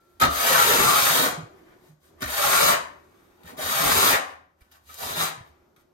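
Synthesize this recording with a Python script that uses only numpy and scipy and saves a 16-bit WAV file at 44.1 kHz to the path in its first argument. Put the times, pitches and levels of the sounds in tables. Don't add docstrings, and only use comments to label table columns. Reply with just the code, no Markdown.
import sys
import numpy as np
from scipy import signal
from scipy.fft import rfft, irfft, next_fast_len
from scipy.io import wavfile
from scipy.ndimage import uniform_filter1d

SR = 44100
rng = np.random.default_rng(int(sys.argv[2]) if len(sys.argv) > 2 else 0)


def pcm_store(signal):
    levels = np.round(np.clip(np.atleast_2d(signal), -1, 1) * 32767)
    wavfile.write(sys.argv[1], SR, levels.astype(np.int16).T)


N = 261513
T = np.arange(N) / SR

SPEED_LAW = 0.68
TIRING_DB_PER_S = 5
HEEL_LAG_S = 0.026
SAG_SHARE = 0.031
SAND_CATCH = 0.59
SURGE_DB = 0.07
# (start [s], speeding up [s], steady [s], lifting [s], relative judder level [dB],
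# relative sand level [dB], relative paste level [dB], singing pitch [Hz], hollow pitch [Hz],
# hollow level against judder [dB], power of the speed by which judder and paste grow)
PULLS = [(.285, .25, 0.67, 0.072, -22, -22, -36.5, 1300, 681, -11.5, 1),
         (2.26, .35, 0.073, 0.052, -21.5, -21, -35.5, 1350, 630, -14, 0.76),
         (3.565, 0.51, .024, 0.048, -22.5, -20.5, -33.5, 1230, 747, -16, .65),
         (4.966, 0.061, 0.065, 0.064, -38, -34.5, -44.5, 1160, 700, -6, 1.1),
         (5.15, 0.047, .018, 0.056, -29.5, -27, -43, 1257, 705, -11.5, .7)]


def strokes(singing_db=-14, singing_width_hz=210, hollow_width_hz=170, waver=0.028, patchy_db=2.8):
    catch_db = 0.95 * walk(rate=150)
    surge_db = 1.5 * catch_db + SURGE_DB * walk(rate=45)
    judder = unit(steel(grains(rate=2400, spread_db=1.0) * undb(surge_db), ring_db=3.0))
    sand = unit(grit(grains(rate=9000, spread_db=1.5) * undb(SAND_CATCH * catch_db)))
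    paste = unit(mortar(grains(rate=1200, spread_db=0.0) * undb(catch_db)))
    slips = grains(rate=2400, spread_db=0.5) * undb(catch_db)
    flex = 1 + waver * walk(rate=19)
    patches = undb(patchy_db * walk(rate=18))
    out = heaps(paste) + chatter(slips)
    for (start, rise, hold, lift, judder_db, sand_db, paste_db,
         sing_hz, hollow_hz, hollow_db, bite) in PULLS:
        pull = span(start, start + rise + hold + 4 * lift)
        age = T[pull] - start
        speed = np.clip(age / rise, 0, 1)
        contact = release(age - rise - hold, lift)
        teeth = speed ** SPEED_LAW * contact
        drag = speed ** bite * np.sqrt(contact)
        tiring = undb(-TIRING_DB_PER_S * np.maximum(age - rise, 0))
        heel = speed ** bite * release(age - rise - hold - HEEL_LAG_S, lift) * tiring
        load = flex[pull] * (1 - SAG_SHARE * np.minimum(age / (rise + hold), 1))
        singing = undb(singing_db) * bending(slips[pull], sing_hz * load, singing_width_hz)
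        hollow = undb(hollow_db) * bending(slips[pull], hollow_hz * load, hollow_width_hz)
        blade = judder[pull] + patches[pull] * (singing + hollow)
        out[pull] += heel * undb(judder_db) * blade
        out[pull] += teeth * undb(sand_db) * sand[pull]
        out[pull] += drag * undb(paste_db) * paste[pull]
    return out


# (frequency [Hz], relative level [dB])
RASP = [(200, -35.5), (420, -7), (620, 3.5), (800, -1), (1000, 2), (1600, 2.5), (2400, -7.5), (3500, -11.5),
        (6000, -32.5)]
# (frequency [Hz], width [Hz], relative level [dB])
BLADE_NOTES = [(720, 380, -8.5), (917, 69, -9), (1160, 180, -0.5), (1393, 36, -4.5), (1610, 200, -9.5),
               (1790, 290, -3.5), (2170, 290, -11.5)]


def steel(push, ring_db=8):
    return colour(push, RASP) + undb(ring_db) * ring(push, BLADE_NOTES)


# (frequency [Hz], relative level [dB])
PICKED_UP_CRUNCH = [(800, -18.5), (2000, -13.5), (3600, 0), (5100, 0), (5600, -7), (6050, 0.5), (6950, -1),
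                    (7450, -7.5), (8100, -1.5), (9200, -1), (10700, -7), (11800, 1.5), (13200, 2),
                    (15500, -9.5)]
# (frequency [Hz], width [Hz], relative level [dB])
TOOTH_NOTES = [(3340, 210, -6), (3920, 550, -2.5), (7050, 79, -7), (8080, 240, -4.5), (13800, 44, 0)]


def grit(push, ring_db=-3):
    return colour(push, PICKED_UP_CRUNCH) + undb(ring_db) * ring(push, TOOTH_NOTES)


# (frequency [Hz], relative level [dB])
PASTE_RUMBLE = [(30, -35), (55, -19.5), (75, -1), (105, -11), (160, 3.5), (215, -3), (272, 4), (330, -5),
                (400, 0.5), (600, -4.5), (900, -1), (1800, -31)]


def mortar(push):
    return colour(push, PASTE_RUMBLE)


# (time [s], bell width [s], relative level [dB])
PASTE_HEAPS = [(0.498, 0.014, -37), (0.805, 0.066, -35), (1.226, 0.048, -31), (2.472, 0.031, -45.5),
               (2.685, 0.026, -42.5), (3.554, 0.086, -48), (3.873, 0.039, -33), (3.972, .016, -36.5),
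               (5.229, 0.01, -41.5)]


def heaps(paste):
    return paste * sum(undb(db) * swell(s, width) for s, width, db in PASTE_HEAPS)


# (time [s], bell width [s], relative level [dB], pitch [Hz], pitch width [Hz])
FLARES = [(0.38, .03, -34, 1292, 70.5), (0.505, .014, -30, 610, 152.4), (0.565, 0.027, -23, 1350, 332),
          (0.614, 0.018, -23, 1297, 90.8), (0.724, 0.032, -25.5, 492, 108.5), (0.815, .014, -23, 1713, 893),
          (0.816, .04, -29, 411, 136.5), (0.885, 0.019, -29, 750, 399), (0.888, 0.035, -22, 1196, 318),
          (0.945, 0.018, -26, 1237, 300), (1.223, 0.046, -31.5, 1290, 502),
          (2.402, 0.012, -29.5, 596, 140.6), (2.442, 0.022, -33.5, 1410, 500),
          (2.463, .012, -29.5, 600, 140), (2.552, 0.034, -30.5, 1280, 348), (2.617, 0.033, -31, 1740, 900),
          (2.628, .016, -25, 570, 80.5), (2.706, .018, -21.5, 1190, 224.6), (3.599, 0.011, -34, 563, 295.6),
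          (3.713, 0.013, -30.5, 1194, 220), (3.868, 0.024, -25.5, 750, 800), (3.886, .06, -32.5, 1800, 900),
          (3.964, 0.011, -29.5, 620, 300), (4.07, 0.015, -23.5, 1190, 342),
          (4.136, 0.017, -22.5, 1750, 1000), (4.132, .02, -25, 740, 220), (4.148, 0.011, -27, 1180, 300),
          (5.067, 0.025, -40.5, 590, 500), (5.09, 0.021, -39.5, 1164, 348), (5.192, .051, -36.5, 3780, 530),
          (5.23, 0.022, -33.5, 1178, 300)]


def chatter(slips):
    out = np.zeros(N)
    for s, width, db, hz, width_hz in FLARES:
        near = span(s - 3 * width, s + 3 * width)
        note = bending(slips[near], np.full(len(T[near]), hz), width_hz)
        out[near] += undb(db) * swell(s, width)[near] * note
    return out


def bending(push, hz, width_hz):
    turn = np.exp(2j * np.pi * np.cumsum(hz) / SR)
    narrow = signal.butter(2, width_hz / 2, fs=SR, output="sos")
    return unit(np.real(turn * signal.sosfilt(narrow, push / turn)))


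ROCK_S, ROCK_SLOWING = .0068, 1.55
ROCK_LOSS_DB, ROCK_DULLING_DB = 1, 0.5
# (time [s], relative level [dB], sharpness [dB], singing [dB], how long it may rock on [s])
BLADE_KNOCKS = [(0.199, -26, 5.5, -10, 0.0063), (0.2117, -16.5, 1.5, 3.5, .04), (0.23, -30, -4.5, 9.5, 0),
                (0.262, -31, -4, 8.5, 0), (2.206, -39, 3.5, -18, 0.027), (2.219, -26.5, 3.5, -13, .07),
                (3.433, -53.5, 4.5, -7, 0.006), (3.578, -40, -4.5, -15, 0), (4.607, -57, 2.5, -18.5, .01),
                (4.714, -55.5, 11, -18, 0.0072), (4.888, -48, -2.5, -5, 0.0076), (5.762, -56.5, 3, -12, 0)]


def knocks(crunch_s=0.0046, crack_s=0.0011, count=5):
    push, crack, free = np.zeros((3, N))
    age = np.arange(SR // 20) / SR
    delays = ROCK_S * np.arange(count) ** ROCK_SLOWING
    for s, db, sharp_db, sing_db, rocking in BLADE_KNOCKS:
        for k, delay in enumerate(delays[delays <= abs(rocking)]):
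            at = int((s + delay) * SR) + np.arange(len(age))
            size = undb(db - k * ROCK_LOSS_DB)
            blow = size * np.exp(-age / crunch_s)
            push[at] += blow
            free[at] += blow * undb(sing_db)
            crack[at] += size * undb(sharp_db - k * ROCK_DULLING_DB) * np.exp(-age / crack_s)
    push, crack, free = (force * rng.standard_normal(N) for force in (push, crack, free))
    body = undb(6.0) * steel(push, ring_db=2.5) + undb(12.5) * mortar(push)
    note = undb(26.0) * sing(free) + ring(free, [(706, 160, 14), (900, 110, 19), (3640, 160, 9.6)])
    return body + note + undb(4.5) * grit(crack)


# (frequency [Hz], width [Hz], relative level [dB])
FREE_NOTES = [(1199, 58, 1.5), (1295, 70, -3), (1380, 27, -13.5)]


def sing(push):
    return ring(ring(push, FREE_NOTES), [(1270, 190, 0.0087)])


def after_ring(hz=1357, db=-64, t60=2.2):
    return np.sin(2 * np.pi * hz * T) * undb(db - 60 * T / t60) * (T < BLADE_KNOCKS[1][0])


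SNAP_ROOM_DB = -4
# (time [s], relative level [dB])
GRAIN_SNAPS = [(4.943, -33)]


def snaps(decay_s=.0012, low_hz=6000):
    burst = sum(undb(db) * (T >= s) * np.exp(-abs(T - s) / decay_s) for s, db in GRAIN_SNAPS)
    bright = signal.butter(2, low_hz, "high", fs=SR, output="sos")
    return signal.sosfilt(bright, burst * rng.standard_normal(N))


# (time [s], relative level [dB], starting pitch [Hz], time to fade by 60 dB [s])
SOFT_THUDS = [(0.216, -25, 135, 0.14), (0.218, -25.5, 80.5, 0.2), (0.275, -28, 71, 0.31),
              (0.367, -33.5, 66, 0.24), (0.793, -31, 150, 0.077), (0.856, -26, 140, 0.16),
              (0.931, -31.5, 135, .14), (1.025, -29.5, 120, 0.12), (1.1, -29.5, 150, 0.16),
              (1.187, -27, 165, 0.12), (1.374, -27, 161.4, 0.2), (1.427, -32, 115, 0.11),
              (1.89, -42.5, 154.6, 0.25), (2.224, -32, 112, 0.15), (2.25, -35, 69.2, 0.36),
              (2.631, -30, 142.5, 0.12), (3.44, -41, 168.9, 0.13), (3.443, -44, 82, 0.27),
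              (3.64, -35.5, 86, .25), (3.8, -28, 161.5, .2), (3.95, -37, 88, 0.24), (4.611, -44, 59, 0.092),
              (5.03, -48, 85, 0.33), (5.109, -46.5, 91, 0.33), (5.17, -33.5, 166, 0.51),
              (5.377, -36.5, 136, 0.082), (5.407, -29.5, 112, 0.048)]


def thuds(rise_s=0.0067, sag=0.32):
    out = np.zeros(N)
    t = np.arange(SR // 2) / SR
    for s, db, hz, t60 in SOFT_THUDS:
        tone = np.sin(2 * np.pi * hz * t * (1 - sag * t / 2))
        swing = tone * (1 - np.exp(-t / rise_s)) * undb(db - 60 * t / t60)
        start = int(s * SR)
        out[start:start + len(t)] += swing[:N - start]
    return out * undb(2.2 * walk(rate=120))


# (time [s], relative level [dB], bell width [s], treble against dull part [dB])
FAINT_SWELLS = [(0.042, -68, 0.41, -0.5), (1.574, -63, 0.052, -10), (1.697, -62, 0.037, -16),
                (1.835, -68, 0.056, -7), (1.864, -83, 0.043, 13), (2.055, -72.5, 0.034, 3.5),
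                (2.205, -53.5, 0.017, -10), (3.157, -67, 0.45, -5.5), (3.487, -48.5, 0.024, -3.5),
                (4.294, -46, 0.033, -23), (4.643, -70.5, 0.04, -5), (4.748, -56.5, 0.024, -2.5),
                (4.935, -54, 0.052, 6), (5.47, -68, 0.019, -2), (5.55, -76, 0.11, -16),
                (5.798, -71, 0.019, -0.5)]


def soft_swells(uneven_db=2.5):
    dull = unit(steel(grains(rate=3300, spread_db=2.0), ring_db=-0.5))
    bright = unit(grit(grains(rate=2000, spread_db=1.0)))
    unevenness = undb(uneven_db * walk(rate=13))
    return unevenness * sum(undb(db) * swell(s, width) * (dull + undb(treble_db) * bright)
                            for s, db, width, treble_db in FAINT_SWELLS)


SHIFT_DB, SHIFT_S = -63, 0.15
# (frequency [Hz], width [Hz], relative level [dB])
FLOOR_BOOM = [(77.6, 18, 0)]


def floor_rumble():
    shifts = sum(swell(start, SHIFT_S) + swell(start + rise + hold + SHIFT_S, SHIFT_S)
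                 for start, rise, hold, *_ in PULLS)
    boom = unit(ring(ring(rng.standard_normal(N), FLOOR_BOOM), FLOOR_BOOM))
    return undb(SHIFT_DB) * np.minimum(shifts, 1) * boom


QUIET_DB = -68.5
# (frequency [Hz], relative level [dB])
AIR = [(15, -30), (25, -5), (75, 0.5), (267, 2), (368, -10), (552, -2), (1410, -12), (2700, -24),
       (5580, -24), (6050, -24), (7500, -29.5), (8580, -31.5), (10100, -34), (13200, -22), (15500, -48)]
# (time [s], level [dB])
DRONE_LEVEL = [(0, -67), (1.6, -53.5), (1.85, -59), (2, -75.5), (2.12, -58), (3.3, -62), (4.55, -75),
               (5.2, -72), (5.55, -66), (5.93, -68.5)]


def background(drone_hz=360, drone_width_hz=90, follow=0.58):
    drone_db = np.interp(T, *np.transpose(DRONE_LEVEL))
    air = np.array([unit(colour(rng.standard_normal(N), AIR)) * undb(1.5 * walk(rate=5))
                    for _ in range(3)])
    band = [(drone_hz, drone_width_hz, 0)]
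    drone = np.array([unit(ring(ring(rng.standard_normal(N), band), band)) for _ in range(2)])
    air_db = QUIET_DB + follow * (drone_db - drone_db.mean())
    return undb(air_db) * (air[2] + air[:2]) + undb(drone_db) * drone


ROOM_DB, EARLY_DB, EARLY_S = 1, 8.5, 0.0077
PORT_LAG = 19
# (frequency [Hz], time to fade by 60 dB [s])
ROOM_FADE = [(100, 0.22), (400, 0.53), (1200, 0.47), (4000, 0.38), (8000, 0.32), (15000, 0.13)]
# (time [s], place from 0 to 1)
TRAVEL = [(0, 0), (.4, 0), (1.3, 1), (2.2, 1), (2.8, .3), (3.6, 1), (4.2, .2), (5, .1), (5.4, .7)]


def room(x):
    t = np.arange(int(SR * .7)) / SR
    hz = np.fft.rfftfreq(len(t), 1 / SR)
    centres = np.transpose(ROOM_FADE)[0]
    bands = [(on_log(list(zip(centres, share)), hz), undb(-60 * t / t60))
             for share, (_, t60) in zip(np.eye(len(ROOM_FADE)), ROOM_FADE)]
    count = 6
    place = np.interp(T, *np.transpose(TRAVEL)) * (count - 1)
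    out = np.zeros((2, N))
    for side in range(2):
        for spot in range(count):
            noise = rfft(rng.standard_normal(len(t)))
            tail = sum(irfft(noise * band, len(t)) * decay for band, decay in bands)
            tail = tail * np.minimum(t / 0.0046, 1)
            early = rng.standard_normal(len(t)) * (rng.random(len(t)) < .06)
            early = early * np.exp(-t / EARLY_S) * (t > .001)
            response = undb(ROOM_DB) * tail / np.linalg.norm(tail)
            response += undb(EARLY_DB) * early / np.linalg.norm(early)
            response[side * PORT_LAG] += undb(-3.5)
            nearness = np.sqrt(np.maximum(1 - abs(place - spot), 0))
            out[side] += signal.oaconvolve(x * nearness, even(response))[:N]
    return out


def even(response):
    spectrum = rfft(response, 2 * len(response))
    power = uniform_filter1d(abs(spectrum) ** 2, size=140)
    return irfft(spectrum / np.sqrt(power))[:len(response)]


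def grains(rate, spread_db):
    size = undb(spread_db * np.minimum(rng.exponential(size=N), 5))
    return unit((rng.random(N) < rate / SR) * size * rng.choice([-1, 1], N))


def walk(rate):
    k = max(int(SR / rate), 1)
    steps = np.repeat(rng.standard_normal(N // k + 1), k)
    return unit(uniform_filter1d(steps, k)[:N])


def ring(x, modes):
    x = x + 1e-18
    return sum(undb(db) * signal.lfilter(*signal.iirpeak(hz, hz / width, SR), x)
               for hz, width, db in modes)


def colour(x, points):
    size = 4096
    cepstrum = irfft(np.log(undb(on_log(points, np.fft.rfftfreq(size, 1 / SR)))))
    cepstrum[1:size // 2] *= 2
    cepstrum[size // 2 + 1:] = 0
    return signal.oaconvolve(x, irfft(np.exp(rfft(cepstrum))))[:len(x)]


def on_log(points, hz):
    f, value = np.transpose(points)
    return np.interp(np.log(hz + 1), np.log(f), value)


def swell(s, width):
    bell, near = np.zeros(N), span(s - 4 * width, s + 4 * width)
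    bell[near] = np.exp(-.5 * ((T[near] - s) / width) ** 2)
    return bell


def release(age, length):
    return np.exp(-(np.maximum(age, 0) / length) ** 2)


def span(t0, t1):
    return slice(max(int(t0 * SR), 0), int(t1 * SR))


def undb(db):
    return np.exp(np.asarray(db) * (np.log(10) / 20))


def unit(x):
    return x / np.sqrt(np.mean(x ** 2))


def scene():
    snap = snaps()
    in_room = strokes() + soft_swells() + knocks() + undb(SNAP_ROOM_DB) * snap
    close = snap + thuds() + floor_rumble() + after_ring()
    return undb(1.0) * room(in_room) + close + background()


TOP_HZ = 15800
# (frequency [Hz], level of the side signal [dB])
STEREO_WIDTH = [(60, -15.5), (130, -23.5), (250, -3.5), (1000, 3), (4000, 0), (9600, 0), (10700, 11),
                (11300, -36)]
# (frequency [Hz], left minus right [dB])
SIDE_LEAN = [(300, -3), (550, 2.5), (1200, 2), (2200, 1.5), (4000, 3), (6500, 5.5), (8300, 5), (9500, -1),
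             (11000, -3)]


def record(dry):
    size = 2 * next_fast_len(N // 2 + SR // 10)
    hz = np.fft.rfftfreq(size, 1 / SR)
    left, right = rfft(dry, size)
    mid = (left + right) / 2
    side = (left - right) / 2 * undb(on_log(STEREO_WIDTH, hz))
    lean = undb(on_log(SIDE_LEAN, hz) / 2)
    pair = irfft([(mid + side) * lean, (mid - side) / lean])[:, :N]
    return signal.sosfilt(signal.ellip(10, .2, 80, TOP_HZ, fs=SR, output="sos"), pair)


dry = scene()
out = record(dry)
pcm_store(out)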